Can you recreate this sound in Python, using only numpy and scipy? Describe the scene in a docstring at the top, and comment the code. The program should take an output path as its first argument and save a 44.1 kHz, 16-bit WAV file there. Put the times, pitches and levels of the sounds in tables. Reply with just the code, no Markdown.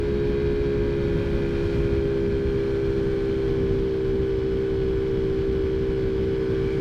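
"""A small four-stroke scooter cruises along a country road, heard inside the rider's helmet.
From the start, intake strokes ring the airbox into a drone, valves and piston knock on the casing,
and wind buffets the shell and hisses at the visor. Over the first 4 s the engine sags on a rise;
gusts ring the helmet's hollows near 1.7 s and 3.2 s. From 3.6 s the speed hunts gently.
Two more gusts ring after 6.5 s."""
import sys
import numpy as np
from scipy import signal
from scipy.fft import rfft, irfft, next_fast_len
from scipy.io import wavfile

SR = 44100
rng = np.random.default_rng(int(sys.argv[2]) if len(sys.argv) > 2 else 0)


def master(y):
    """Save y as 16-bit WAV."""
    cut = np.clip(np.atleast_2d(y).T, -1, 1)
    pcm = np.round(cut * 32767)  # scale
    wavfile.write(sys.argv[1], SR, pcm.astype(np.int16))


N = 300196

# Mechanical engine noise: time_s, casing_db, tappet_db
CLATTER = [(0, -47, -51.5), (1.65, -47.5, -50), (2.15, -50.5, -57), (2.5, -48, -54), (3.4, -47.5, -52),
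           (3.9, -52, -54.5), (4.3, -49.5, -52), (6.3, -49, -50), (6.8, -46.5, -50)]
# Knocks in each cycle: place_cycles, ring_hz, width_hz, relative_db, tappet_share
KNOCKS = [(.62, 950, 100, -11, 0.18), (.25, 1537, 230, -5, 0), (.66, 1700, 160, -11, 0.01),
          (.79, 2340, 330, -10, 0.94), (.87, 3200, 460, -15, 0.01), (.24, 4200, 1000, -23.5, 0.02),
          (0.9, 5800, 800, -25, 0.02)]
# Air flow round the helmet: time_s, strength_db
WIND = [(0, 1.5), (.6, 0.5), (1.25, 2.7), (1.8, 2), (2.35, -0.6), (3.3, -0.1), (3.75, 0.8), (4.1, -1.4),
        (5.2, -.6), (6.1, -0.2), (6.8, -0.2)]


def amp(db):
    """Decibels to gain."""
    return 10 ** (np.asarray(db) / 20)


def unit_rms(x):
    """Scale to rms 1."""
    return x / np.sqrt(np.mean(x ** 2) + 1e-20)


def curve(rows, column=1):
    """One column of a time table at every sample."""
    rows = np.asarray(rows)
    return np.interp(np.arange(N) / SR, rows[:, 0], rows[:, column])


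def bell(centre_s, sigma_s):
    """Gaussian swell, peak 1."""
    return np.exp(-((np.arange(N) / SR - centre_s) / sigma_s) ** 2 / 2)


def spectrum_db(points, hz):
    """Spectrum level, interpolated over log frequency."""
    point_hz, level_db = np.transpose(points)
    return np.interp(np.log(hz + 1), np.log(point_hz + 1), level_db)


def noise(points):
    """Noise of rms 1 with the given spectrum."""
    size = next_fast_len(N)
    gain = amp(spectrum_db(points, np.fft.rfftfreq(size, 1 / SR)))
    return unit_rms(irfft(rfft(rng.standard_normal(size)) * gain, size)[:N])


def wander(corner_hz):
    """Low-passed random drift of rms 1."""
    size = next_fast_len(N)
    rolloff = (1 + (np.fft.rfftfreq(size, 1 / SR) / corner_hz) ** 2) ** 2
    return unit_rms(irfft(rfft(rng.standard_normal(size)) / rolloff, size)[:N])


def ring(x, hz, width_hz):
    """Resonance, applied twice for steep skirts."""
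    b, a = signal.iirpeak(hz, hz / (2 * width_hz), fs=SR)
    return signal.lfilter(b, a, signal.lfilter(b, a, x))


def firing_rate(hunt_from_s=3.6, build_s=.3, crest_s=4.225, period_s=.413, depth_hz=.27):
    """Firings per second: the engine sags under load, then hunts about its new speed."""
    # Engine speed under road load: time_s, firing_hz
    loaded_speed = [(0.0, 69.33), (.65, 69.12), (1.5, 67.93), (2.2, 67.36), (3.4, 65.95), (3.7, 64.98),
                    (5.2, 64.68), (6.81, 64.6)]
    t = np.arange(N) / SR
    hunt = np.clip((t - hunt_from_s) / build_s, 0, 1) * np.cos(2 * np.pi * (t - crest_s) / period_s)
    return (curve(loaded_speed) + depth_hz * hunt) * (1 + 0.00052 * wander(15.4))


def intake(cycles, firing_hz, boom_order=6, flutter=0.041, order_flutter=0.064):
    """Engine orders slide under the pipe resonances; one sits on the airbox and booms."""
    # Main airbox resonance: time_s, level_db
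    boom = [(0.0, -26.5), (.75, -26), (1.35, -30), (1.75, -28), (2.05, -26), (5.0, -25.5), (6.8, -26.5)]
    # Intake and exhaust response either side of it: frequency_hz, level_db
    pipes = [(65, -48.5), (135, -41.5), (200, -46.5), (258, -43), (275, -39.5), (323, -35), (340, -30.5),
             (420, -38), (453, -35), (485, -45), (520, -48.5), (545, -43.5), (585, -60.5), (700, -69.5)]
    drone = amp(curve(boom) - 0.06) * np.cos(2 * np.pi * boom_order * cycles)
    for order in range(1, 11):
        if order != boom_order:
            lag_rad = 0.94 * abs(order - boom_order) ** 2.4  # ducts smear each stroke over the cycle
            gain = amp(spectrum_db(pipes, order * firing_hz)) * (1 + order_flutter * wander(8.9))
            drone += gain * np.cos(2 * np.pi * order * cycles - lag_rad)
    return np.sqrt(2) * drone * (1 + flutter * wander(35))  # no two charges burn alike


def strikes(cycles, place, spread_db=1.0, scatter_cycles=0.0092):
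    """One click a cycle, uneven in force and timing."""
    cycle_index = np.arange(1, int(cycles[-1]) - 1)
    force, late = rng.standard_normal((len(cycle_index), 2)).T
    at = np.interp(cycle_index + place + scatter_cycles * late, cycles, np.arange(N)).clip(0, N - 2)
    sample, fraction = at.astype(int), at % 1
    gain = amp(spread_db * force)
    return np.bincount(sample, gain * (1 - fraction), N) + np.bincount(sample + 1, gain * fraction, N)


def valve_and_piston_knocks(cycles, trim_db=-1.0):
    """Valves and piston strike near set places in the cycle, each ringing part of the casing."""
    casing_db, tappet_db = curve(CLATTER, column=1), curve(CLATTER, column=2)
    out = np.zeros(N)
    for place, ring_hz, width_hz, relative_db, tappet_share in KNOCKS:
        level_db = relative_db + trim_db + (1 - tappet_share) * casing_db + tappet_share * tappet_db
        out += amp(level_db) * unit_rms(ring(strikes(cycles, place), ring_hz, width_hz))
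    return out


def casing_whine(cycles, firing_hz, waver_db=1.54, follow=0.62):
    """The periodic part of the knocking: thin tones swell and fade as they cross casing modes."""
    # Engine orders near casing modes: order (rounded on use), mode_hz, width_hz, on_mode_db
    whines = [(12, 790, 89, -58.5), (13, 840, 25, -66), (14, 965, 30, -61), (16, 1090, 220, -60.5),
              (18, 1170, 100, -60), (19, 1228, 24, -65), (21, 1425, 42, -54.5), (23, 1550, 120, -55),
              (24, 1655, 19, -59), (25, 1700, 47, -56.5), (26, 1705, 80, -59.5), (27, 1750, 50, -64.5),
              (29, 1975, 46, -58.5), (30, 2060, 110, -60), (31, 2005, 33, -66), (32, 2085, 44, -63.5),
              (33, 2280, 34, -59), (34, 2260, 110, -64), (35, 2405, 110, -57), (36, 2442, 33, -55),
              (38, 2580, 63, -63.5), (46, 2990, 77, -61), (47, 3185, 66, -60.5), (49, 3255, 120, -63.5),
              (51, 3290, 36, -63.5), (52, 3375, 77, -65), (55, 3800, 90, -61), (59, 3815, 80, -69.5),
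              (60, 4155, 46, -64.5), (62, 4150, 120, -64), (64.45, 4245, 76, -66), (65, 4488, 60, -64.5),
              (68, 4390, 50, -66), (78, 5035, 60, -68)]
    places, knock_hz = np.transpose(KNOCKS)[:2]
    wavers = [amp(waver_db * wander(13)) for _ in range(5)]
    out = np.zeros(N)
    for i, (order, mode_hz, width_hz, on_mode_db) in enumerate(whines):
        order = round(order)
        place = places[np.argmin(abs(knock_hz - mode_hz))]  # in step with the knock nearest in pitch
        response = 1 / np.hypot(1, 2 * (order * firing_hz - mode_hz) / width_hz)
        tone = np.cos(2 * np.pi * order * (cycles - place))
        out += amp(on_mode_db) * response * wavers[i % len(wavers)] * tone
    casing_db = curve(CLATTER, column=1)
    return np.sqrt(2) * out * amp(follow * (casing_db - casing_db.mean()))  # harder knocks sing louder


def buffeting(base_db=-28, lumps_db=1.52, gusts_db=0.5):
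    """Eddies shed from the helmet thump its shell in short random gusts."""
    # Buffeting spectrum: frequency_hz, relative_db
    buffet_spectrum = [(15, -11.5), (28, -1.5), (45, 0.5), (80, -1.5), (125, -2.5), (180, -6), (250, -9.5),
                       (330, -14), (420, -18), (520, -20.5), (650, -31), (1000, -68.5)]
    eddies = noise(buffet_spectrum) * amp(lumps_db * wander(25) + gusts_db * wander(4.4))
    return amp(base_db + curve(WIND)) * unit_rms(eddies)


def rushing_air(cycles, rush_base_db=-46, hiss_base_db=-66.5, throb=0.029, flicker_db=0.92):
    """Wind, tyres and gulps of intake air, coloured by the helmet's hollow, plus visor hiss."""
    # Rush spectrum: frequency_hz, relative_db
    rush_spectrum = [(300, -6.5), (600, 3.5), (750, 1.5), (1000, 3), (1270, -1), (1600, 1), (1880, -5),
                     (2350, 0.5), (2720, -7), (3150, -2), (3700, -8.5), (4300, -8.5), (5500, -16.5),
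                     (7500, -37)]
    # Visor hiss spectrum: frequency_hz, relative_db
    hiss_spectrum = [(2000, -6), (5500, 9.5), (7500, 4), (10000, -1), (13000, -11), (16000, -16)]
    # Swells while passing buildings and trees: centre_s, sigma_s, rush_boost_db, hiss_boost_db
    swells = [(1.25, 0.12, .9, 2.6), (1.702, 0.18, 1.1, 4.5), (2.852, .5, 0.7, 2.5), (6.8, 0.2, 0, 3.5)]
    gulps = 1 + throb * np.cos(2 * np.pi * 2 * (cycles - .3))  # one per crank turn, two per cycle
    rush = unit_rms(noise(rush_spectrum) * gulps * amp(flicker_db * wander(50)))
    wind_db = curve(WIND)
    rush_db = rush_base_db + 0.63 * wind_db
    hiss_db = hiss_base_db + 0.1 * wind_db
    for centre_s, sigma_s, rush_boost_db, hiss_boost_db in swells:
        swell = bell(centre_s, sigma_s)
        rush_db += rush_boost_db * swell
        hiss_db += hiss_boost_db * swell
    return amp(rush_db) * rush + amp(hiss_db) * noise(hiss_spectrum)


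def helmet_rings():
    """Air skimming an opening swells into a fuzzy ring and dies away."""
    # Gusts ringing the helmet's hollows: centre_s, sigma_s, ring_hz, width_hz, level_db
    gusts = [(1.66, 0.11, 1580, 200, -52), (1.66, 0.083, 4100, 500, -56), (3.152, 0.23, 1000, 600, -55.5),
             (6.55, 0.07, 1554, 90, -51), (6.73, .09, 2304, 80, -49)]
    air, out = rng.standard_normal(N), np.zeros(N)
    for centre_s, sigma_s, ring_hz, width_hz, level_db in gusts:
        out += amp(level_db) * bell(centre_s, sigma_s) * unit_rms(ring(air, ring_hz, width_hz))
    return out


def scene():
    """One crank drives all engine sounds; wind lies over them."""
    firing_hz = firing_rate()
    cycles = np.cumsum(firing_hz) / SR
    engine = intake(cycles, firing_hz) + valve_and_piston_knocks(cycles) + casing_whine(cycles, firing_hz)
    return (engine + buffeting() + rushing_air(cycles) + helmet_rings())[None]


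def record(dry):
    """Steep low-pass on the top treble."""
    cutoff_hz = 15700
    lowpass = signal.firwin(511, cutoff_hz, window=("kaiser", 9), fs=SR)
    return signal.oaconvolve(dry, lowpass[None], "same")


dry = scene()
out = record(dry)
master(out)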